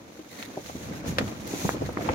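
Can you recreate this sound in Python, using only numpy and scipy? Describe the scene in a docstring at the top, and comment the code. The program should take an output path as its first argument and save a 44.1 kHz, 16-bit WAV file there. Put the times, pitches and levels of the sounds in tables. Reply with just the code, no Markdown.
"""A soft flutter over a faint low rumble opens the scene: strong wind on a camper's canvas wall,
heard from inside. Both are shaped noise and swell unevenly; sliding folds swish in dense random slips,
creases crinkle as ringing pops, and brief scrapes and a tiny squeak ring as filtered noise.
Tight panels twang as gliding tones; slack panels thump and cloth pulled taut snaps,
each a pressure pulse with a shudder. Twangs, thumps and snaps also get short cabin reflections."""
import sys
import numpy as np
from scipy import signal
from scipy.fft import rfft, irfft
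from scipy.io import wavfile
from scipy.ndimage import uniform_filter1d

SR = 44100
rng = np.random.default_rng(int(sys.argv[2]) if len(sys.argv) > 2 else 0)


def materialize(psi):
    """Save the field psi as 16-bit PCM at rate SR to the path in sys.argv[1].

    A 1-D psi becomes a single channel; in a 2-D psi each row is a channel.
    """
    bounded = np.clip(np.atleast_2d(psi).T, -1, 1)
    quanta = np.round(bounded * 32767).astype(np.int16)
    wavfile.write(sys.argv[1], SR, quanta)


N = 94726
TIME = np.arange(N) / SR


def amp(db):
    """Decibels to gain."""
    return 10 ** (np.asarray(db) / 20)


def unit(x):
    """Scales to rms 1."""
    return x / np.sqrt(np.mean(x ** 2) + 1e-20)


def level(points):
    """Gain over time, in straight dB lines between (time [s], level [dB]) points."""
    return amp(np.interp(TIME, *np.transpose(points)))


def read(points, hz):
    """Reads (frequency [Hz], value) points on a log frequency axis."""
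    f, value = np.transpose(points)
    return np.interp(np.log(hz + 1), np.log(f + 1), value)


def add(mix, start_s, sound):
    """Mixes a stereo sound in at a time, cut off at the end of the scene."""
    part = mix[:, round(start_s * SR):][:, :sound.shape[1]]
    part += sound[:, :part.shape[1]]


def waver(rate_hz):
    """Random movement below about rate_hz, rms 1."""
    hz = np.fft.rfftfreq(N, 1 / SR)
    return unit(irfft(rfft(rng.standard_normal(N)) / (1 + (hz / rate_hz) ** 4), N))


def grains(per_s, spread_db):
    """Two unrelated trains of random clicks of either sign and uneven size, rms 1."""
    size = amp(spread_db * np.minimum(rng.exponential(1, (2, N)), 4))
    sign = rng.choice([-1, 1], (2, N))
    return unit(size * sign * (rng.random((2, N)) < per_s / SR))


# Stereo likeness of the cloth: (frequency [Hz], left-right correlation [-1 to 1])
EAR_LIKENESS = [(30, 0.29), (100, 0.9), (300, 0.87), (600, 0.48), (1100, -0.23), (15000, 0.054)]


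def blend(z, hz):
    """Cross-mixes two unrelated spectra to a set left-right correlation at each frequency."""
    angle = np.arcsin(np.clip(read(EAR_LIKENESS, hz), -1, 1)) / 2
    return np.cos(angle) * z + np.sin(angle) * z[::-1]


def colour(pair, spectrum, balance=None):
    """Gives two unrelated signals a spectrum, stereo likeness and optional balance, rms 1."""
    hz = np.fft.rfftfreq(N, 1 / SR)
    z = blend(rfft(pair), hz) * amp(read(spectrum, hz))
    if balance:
        z = z * amp(np.outer([.5, -.5], read(balance, hz)))
    return unit(irfft(z, N))


# Wind pressure on the wall: (time [s], rumble level before its waver [dB])
WIND_PRESSURE = [(0, -56), (.3, -59), (.5, -54), (.72, -45), (.88, -41), (1.02, -40.5), (1.09, -32.5),
                 (1.16, -37.5), (1.24, -34), (1.33, -43), (1.43, -41), (1.6, -42), (1.77, -38.5),
                 (1.85, -36), (1.94, -41), (2.05, -40.5), (2.14, -37.5)]
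# Tone of the heaving wall: (frequency [Hz], relative level [dB])
RUMBLE_SPECTRUM = [(12, -23), (28, -24), (50, -11.5), (75, -2.5), (115, -2), (170, -2.5), (260, -9.5),
                   (450, -29), (1200, -82)]


def rumble():
    """The whole wall heaves under the wind: low noise with an unsteady level."""
    heave = colour(rng.standard_normal((2, N)), RUMBLE_SPECTRUM)
    return level(WIND_PRESSURE) * heave * amp(1.3 * waver(rate_hz=7.6))


# Strength of the small flutter: (time [s], level before its waver [dB])
FLUTTER_LEVEL = [(0, -50), (.2, -48), (.29, -51.5), (.38, -43.5), (.48, -46), (.56, -42), (.63, -50.5),
                 (.82, -44), (.92, -38), (1.02, -41.5), (1.09, -34.5), (1.15, -41), (1.21, -34.5),
                 (1.3, -40.5), (1.43, -43.5), (1.54, -38), (1.76, -38), (1.94, -41), (2.02, -34),
                 (2.14, -31.5)]
# Tone of the soft flaps: (frequency [Hz], relative level [dB])
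FLUTTER_SPECTRUM = [(40, -40), (130, -19), (210, 2.5), (310, 4.5), (390, -3), (490, -0.5), (700, -8),
                    (1100, -11.5), (1600, -16), (2300, -17.5), (3500, -23), (7000, -27.5), (15000, -80)]


def flutter():
    """Many small soft flaps run over the cloth: dense random taps with some noise between."""
    taps = grains(per_s=900, spread_db=2)
    flaps = colour(taps + 0.28 * rng.standard_normal((2, N)), FLUTTER_SPECTRUM)
    return level(FLUTTER_LEVEL) * flaps * amp(1.5 * waver(rate_hz=21))


# Effort of the sliding folds: (time [s], level before the rub's waver [dB])
SWISH_LEVEL = [(0, -58.5), (.3, -52.5), (.42, -45.5), (.48, -52.5), (.61, -49.5), (.68, -45.5),
               (.76, -48.5), (.85, -46), (.91, -51.5), (.97, -46.5), (1.04, -56.5), (1.08, -41),
               (1.11, -43.5), (1.135, -48.5), (1.2, -51), (1.28, -45.5), (1.33, -50.5), (1.44, -49),
               (1.5, -43), (1.65, -40), (1.73, -42), (1.765, -51.5), (1.86, -48), (1.97, -54.5),
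               (2.03, -44.5), (2.14, -51.5)]
# Tone of the rubbing weave: (frequency [Hz], relative level [dB])
SWISH_SPECTRUM = [(100, -30), (600, 1.5), (1300, -10.5), (2100, -0.5), (3000, -4.5), (3900, 0),
                  (5000, -6.5), (6200, 1), (6900, -2), (7800, -12), (10300, -10), (15500, -12.5)]
# Stereo place of the rubbing: (frequency [Hz], left minus right [dB])
RUB_BALANCE = [(1000, -12.5), (2400, -7.5), (4400, 4), (8000, -0.5), (15000, -0.5)]
# Bright hiss added by hard rubbing: (frequency [Hz], relative level [dB])
HISS_SPECTRUM = [(1000, -54), (2300, 1), (5300, 1), (6300, 11), (7000, 8.5), (7700, -1), (10300, -2),
                 (11500, -0.5), (15500, -4)]
# Swish level where hiss and rub are set equal [dB]; growth of the hiss [dB per dB of swish]
HISS_FROM_DB, HISS_GROWTH = -41.5, 2.09


def swish():
    """The weave scrapes in dense tiny slips as folds slide; the harder the rub, the brighter the hiss."""
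    slips = grains(per_s=7900, spread_db=9.5) + 1.36 * rng.standard_normal((2, N))
    effort = level(SWISH_LEVEL)
    rub = effort * amp(1.2 * waver(rate_hz=55))
    hiss = amp(HISS_FROM_DB) * (effort / amp(HISS_FROM_DB)) ** HISS_GROWTH
    weave = rub * colour(slips, SWISH_SPECTRUM, RUB_BALANCE)
    return weave + hiss * colour(rng.standard_normal((2, N)), HISS_SPECTRUM, RUB_BALANCE)


# Lowest and highest ring [Hz] of the small creases, then of the loose wrinkles
CRINKLE_HZ = 1203, 5400
PUCKER_HZ = 593, 2394


def crinkle(effort, range_hz, db, cycles=5, count=14):
    """Creases pop at random, each ringing for a few cycles; the level follows the cloth's effort."""
    t, out = np.arange(600) / SR, np.zeros((2, N))
    for hz in np.geomspace(*range_hz, count):
        pop = unit(np.sin(2 * np.pi * hz * t) * np.exp(-t * hz / cycles))
        pops = grains(per_s=14, spread_db=2)
        out += signal.oaconvolve(pops, pop[None], axes=1)[:, :N]
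    return amp(db) * level(effort) * unit(out)


# A fold scrapes along its neighbour:
# (start [s], length [s], level before the stroke's swell and waver [dB], bright hiss re ringing [dB])
SCRAPE_STROKES = [(0.293, 0.074, -50.5, -1), (0.352, 0.13, -46, -6), (1.468, 0.013, -45.5, 5),
                  (1.845, 0.033, -42.5, -20), (1.926, 0.0091, -50.5, 2.5)]
# Resonances of the stiff weave: (frequency [Hz], width [Hz], relative level [dB])
WEAVE_RINGS = [(1957, 620, 6), (4000, 1200, -2)]


def scrapes():
    """Short strokes of uneven stick and slip that ring in the stiff weave."""
    hz, out = np.fft.rfftfreq(N, 1 / SR), np.zeros((2, N))
    rings = sum(amp(db) / (1 + 2j * (hz - f) / width) ** 2 for f, width, db in WEAVE_RINGS)
    slips = grains(per_s=1500, spread_db=4) * amp(2.5 * waver(rate_hz=90))
    body = unit(irfft(rfft(slips) * rings, N))
    for start_s, length_s, db, hiss_db in SCRAPE_STROKES:
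        stroke = np.sin(np.pi * np.clip((TIME - start_s) / length_s, 0, 1))
        out += amp(db) * stroke * (body + amp(hiss_db) * slips)
    return out


def squeak(at_s=2.033, hz=13200, length_s=0.0072, width_hz=200, db=-45):
    """One tiny, thin squeak of the cloth: narrow-band noise under a bell-shaped swell."""
    f = np.fft.rfftfreq(N, 1 / SR)
    band = 1 / (1 + (2 * (f - hz) / width_hz) ** 2)
    ring = unit(irfft(rfft(rng.standard_normal((2, N))) * band, N))
    return amp(db) * ring * np.exp(-((TIME - at_s) / length_s) ** 2)


# A tight panel rings briefly:
# (time [s], level before the envelope [dB], starting pitch [Hz], decay [s], starting glide [octaves/s])
PANEL_TWANGS = [(.191, -30, 322.5, 0.014, -2), (1.1835, -13, 484, 0.0056, -3.5),
                (1.206, -25, 275, 0.015, -7), (1.889, -22.5, 510, 0.0067, -4),
                (2.004, -30.5, 710, 0.024, -7), (2.0885, -12, 862, 0.0035, -7),
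                (2.094, -18.5, 479, 0.011, 9)]


def twangs(rise_cycles=0.5, lag_s=0.00028, size=8192):
    """A stretched panel's note slides as the tension changes; the right ear hears it later."""
    t = np.maximum(np.arange(size) / SR - np.array([[0], [lag_s]]), 0)
    out = np.zeros((2, N))
    for start_s, db, hz, decay_s, glide in PANEL_TWANGS:
        envelope = (1 - np.exp(-(t * hz / rise_cycles) ** 2)) * np.exp(-t / decay_s)
        cycles = hz * t * 2 ** (glide * t / 2)
        add(out, start_s, amp(db) * envelope * np.sin(2 * np.pi * (cycles + rng.random())))
    return out


LEAD_CYCLES = 1  # build-up time of the shiver before the pulse [pulse lengths]


def flap(shape_of, pulse_s, decay_s, shudder_db, lag_ms, size=8192):
    """A pressure pulse in mid-buffer; the panel shivers just before it and shudders after."""
    f, t = np.fft.rfftfreq(size, 1 / SR), (np.arange(size) - size // 2) / SR
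    shape = shape_of(f)
    # a positive lag brings the pulse later to the right ear
    delay_s = -t[0] + np.array([[-.5], [.5]]) * lag_ms * 1e-3
    pulse = shape * np.exp(-2j * np.pi * f * delay_s)
    envelope = np.exp(-abs(t) / np.where(t > 0, decay_s, LEAD_CYCLES * pulse_s))
    envelope *= 1 - np.exp(-(t / pulse_s) ** 2)  # leaves room for the pulse itself
    ragged = amp(3.5 * unit(uniform_filter1d(rng.standard_normal(size), size=50)))
    shudder = blend(rfft(rng.standard_normal((2, size)) * envelope * ragged), f) * shape
    shudder *= amp(shudder_db) * np.linalg.norm(pulse) / np.linalg.norm(shudder)
    turn = np.exp(2j * np.pi * rng.random())  # a random phase varies the waveform
    return irfft((pulse + shudder) * turn) / irfft(shape).max()


# Slack panel fills: (time [s], pulse level before the phase turn [dB], pitch [Hz], shudder re pulse [dB])
PANEL_FILLS = [(0.755, -21, 230, -4), (.914, -27, 298, -2), (1.1119, -27, 202, -16),
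               (1.1851, -18.5, 407, -1), (1.2125, -16, 262, -2.5), (1.226, -21, 210, -11),
               (1.256, -25, 130, 0), (1.539, -16, 298, -3), (1.6539, -11.5, 173, -7),
               (1.7468, -19, 336, -1), (1.8135, -19.5, 210, -3), (1.886, -25, 95, -3),
               (1.9728, -15.5, 290, -14), (2.0104, -19.5, 280, -17), (2.096, -20, 277, 5),
               (2.104, -19.5, 98, -5)]


def thumps(low_slope=2.15, high_slope=2.94, fizz_db=-40):
    """Dull pulses as a slack panel fills, each a broad hump around its pitch with faint fizz above."""
    out = np.zeros((2, N))
    for centre_s, db, hz, shudder_db in PANEL_FILLS:
        def shape(f):
            u = f / hz
            hump = u ** low_slope / (1 + u ** (low_slope + high_slope))
            return hump + amp(fizz_db) * u ** 2 / (1 + u ** 3)
        sound = flap(shape, 1 / hz, decay_s=0.0098, shudder_db=shudder_db, lag_ms=.08)
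        add(out, centre_s - sound.shape[1] / 2 / SR, amp(db) * sound)
    return out


# Cloth pulled taut: (time [s], pulse level before the phase turn [dB], lower edge [Hz], upper edge [Hz],
# shudder decay [s], shudder re pulse [dB], right-ear delay of the pulse [ms])
TAUT_SNAPS = [(0.4268, -19.5, 1810, 4670, 0.0022, -1, 0.47), (0.5758, -18, 382, 900, 0.0058, -3.5, 0.086),
              (.661, -32, 1500, 6000, 0.0031, 7, 0.15), (0.698, -25, 517, 1290, 0.0039, -1.5, 0.48),
              (1.185, -5, 1480, 6150, 0.0056, 2, 0.41), (1.1855, -20, 5460, 14500, 0.005, 6, 0.47),
              (1.2115, -24.5, 1200, 2400, 0.0073, 4.5, 0.59), (1.2795, -24, 700, 6000, 0.0029, -3, 0.32),
              (1.651, -19, 440, 1080, 0.004, 2, -0.37), (1.6924, -6, 520, 2480, 0.011, -11, -0.14),
              (1.8214, -14.5, 397, 875, 0.012, -5, 0.56), (1.8932, -23, 600, 1480, 0.0039, 2, 0.023),
              (1.9728, -16.5, 960, 2240, 0.0022, 0, -0.05), (1.992, -21.5, 500, 940, 0.004, -2, -0.15),
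              (2.0903, -16.5, 850, 1410, 0.0024, 1, 0.52), (2.0909, -17.5, 2020, 2860, 0.0036, 1, 0.28),
              (2.0975, -17, 900, 2700, 0.0033, -7, 0.38), (2.1452, -7, 1080, 3500, 0.0015, -2, 0.33)]
FIZZ_HZ = 397  # upper edge at which the fizz has its set level; a higher edge carries ever more


def snaps(low_slope=1.67, tilt=1.23, edge_slope=9, fizz_db=-50):
    """Sharp ticks as the cloth is jerked taut: pulses peaking near a lower edge, cut at an upper one."""
    out = np.zeros((2, N))
    for centre_s, db, low_hz, top_hz, decay_s, shudder_db, lag_ms in TAUT_SNAPS:
        def shape(f):
            u = f / low_hz
            hump = u ** low_slope / (1 + u ** (low_slope + tilt))
            edge = 1 / (1 + (f / top_hz) ** edge_slope)
            return hump * (edge + amp(fizz_db) * top_hz / FIZZ_HZ)
        sound = flap(shape, 1 / low_hz, decay_s, shudder_db, lag_ms)
        add(out, centre_s - sound.shape[1] / 2 / SR, amp(db) * sound)
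    return out


def cabin(x, decay_s, wet_db, size=6000):
    """Short, soft reflections of the small interior: a decaying noise tail after a 3 ms gap."""
    t = np.arange(size) / SR
    tail = rng.standard_normal((2, size)) * np.exp(-t / decay_s) * (t > .003)
    wet = signal.fftconvolve(x, tail / np.linalg.norm(tail[0]), axes=1)[:, :N]
    return x + amp(wet_db) * wet


def scene():
    """All the motions of the canvas together."""
    creases = crinkle(SWISH_LEVEL, CRINKLE_HZ, db=-9.5)
    wrinkles = crinkle(FLUTTER_LEVEL, PUCKER_HZ, db=-11)
    cloth = rumble() + flutter() + swish() + creases + wrinkles + scrapes() + squeak()
    return cloth + cabin(thumps() + snaps() + twangs(), decay_s=.012, wet_db=-12)


def record(dry):
    """Steep low-pass that removes the treble above 15850 Hz."""
    low_pass = signal.firwin(1023, 15850, window=("kaiser", 9), fs=SR)
    return signal.oaconvolve(dry, low_pass[None], "same")


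dry = scene()
out = record(dry)
materialize(out)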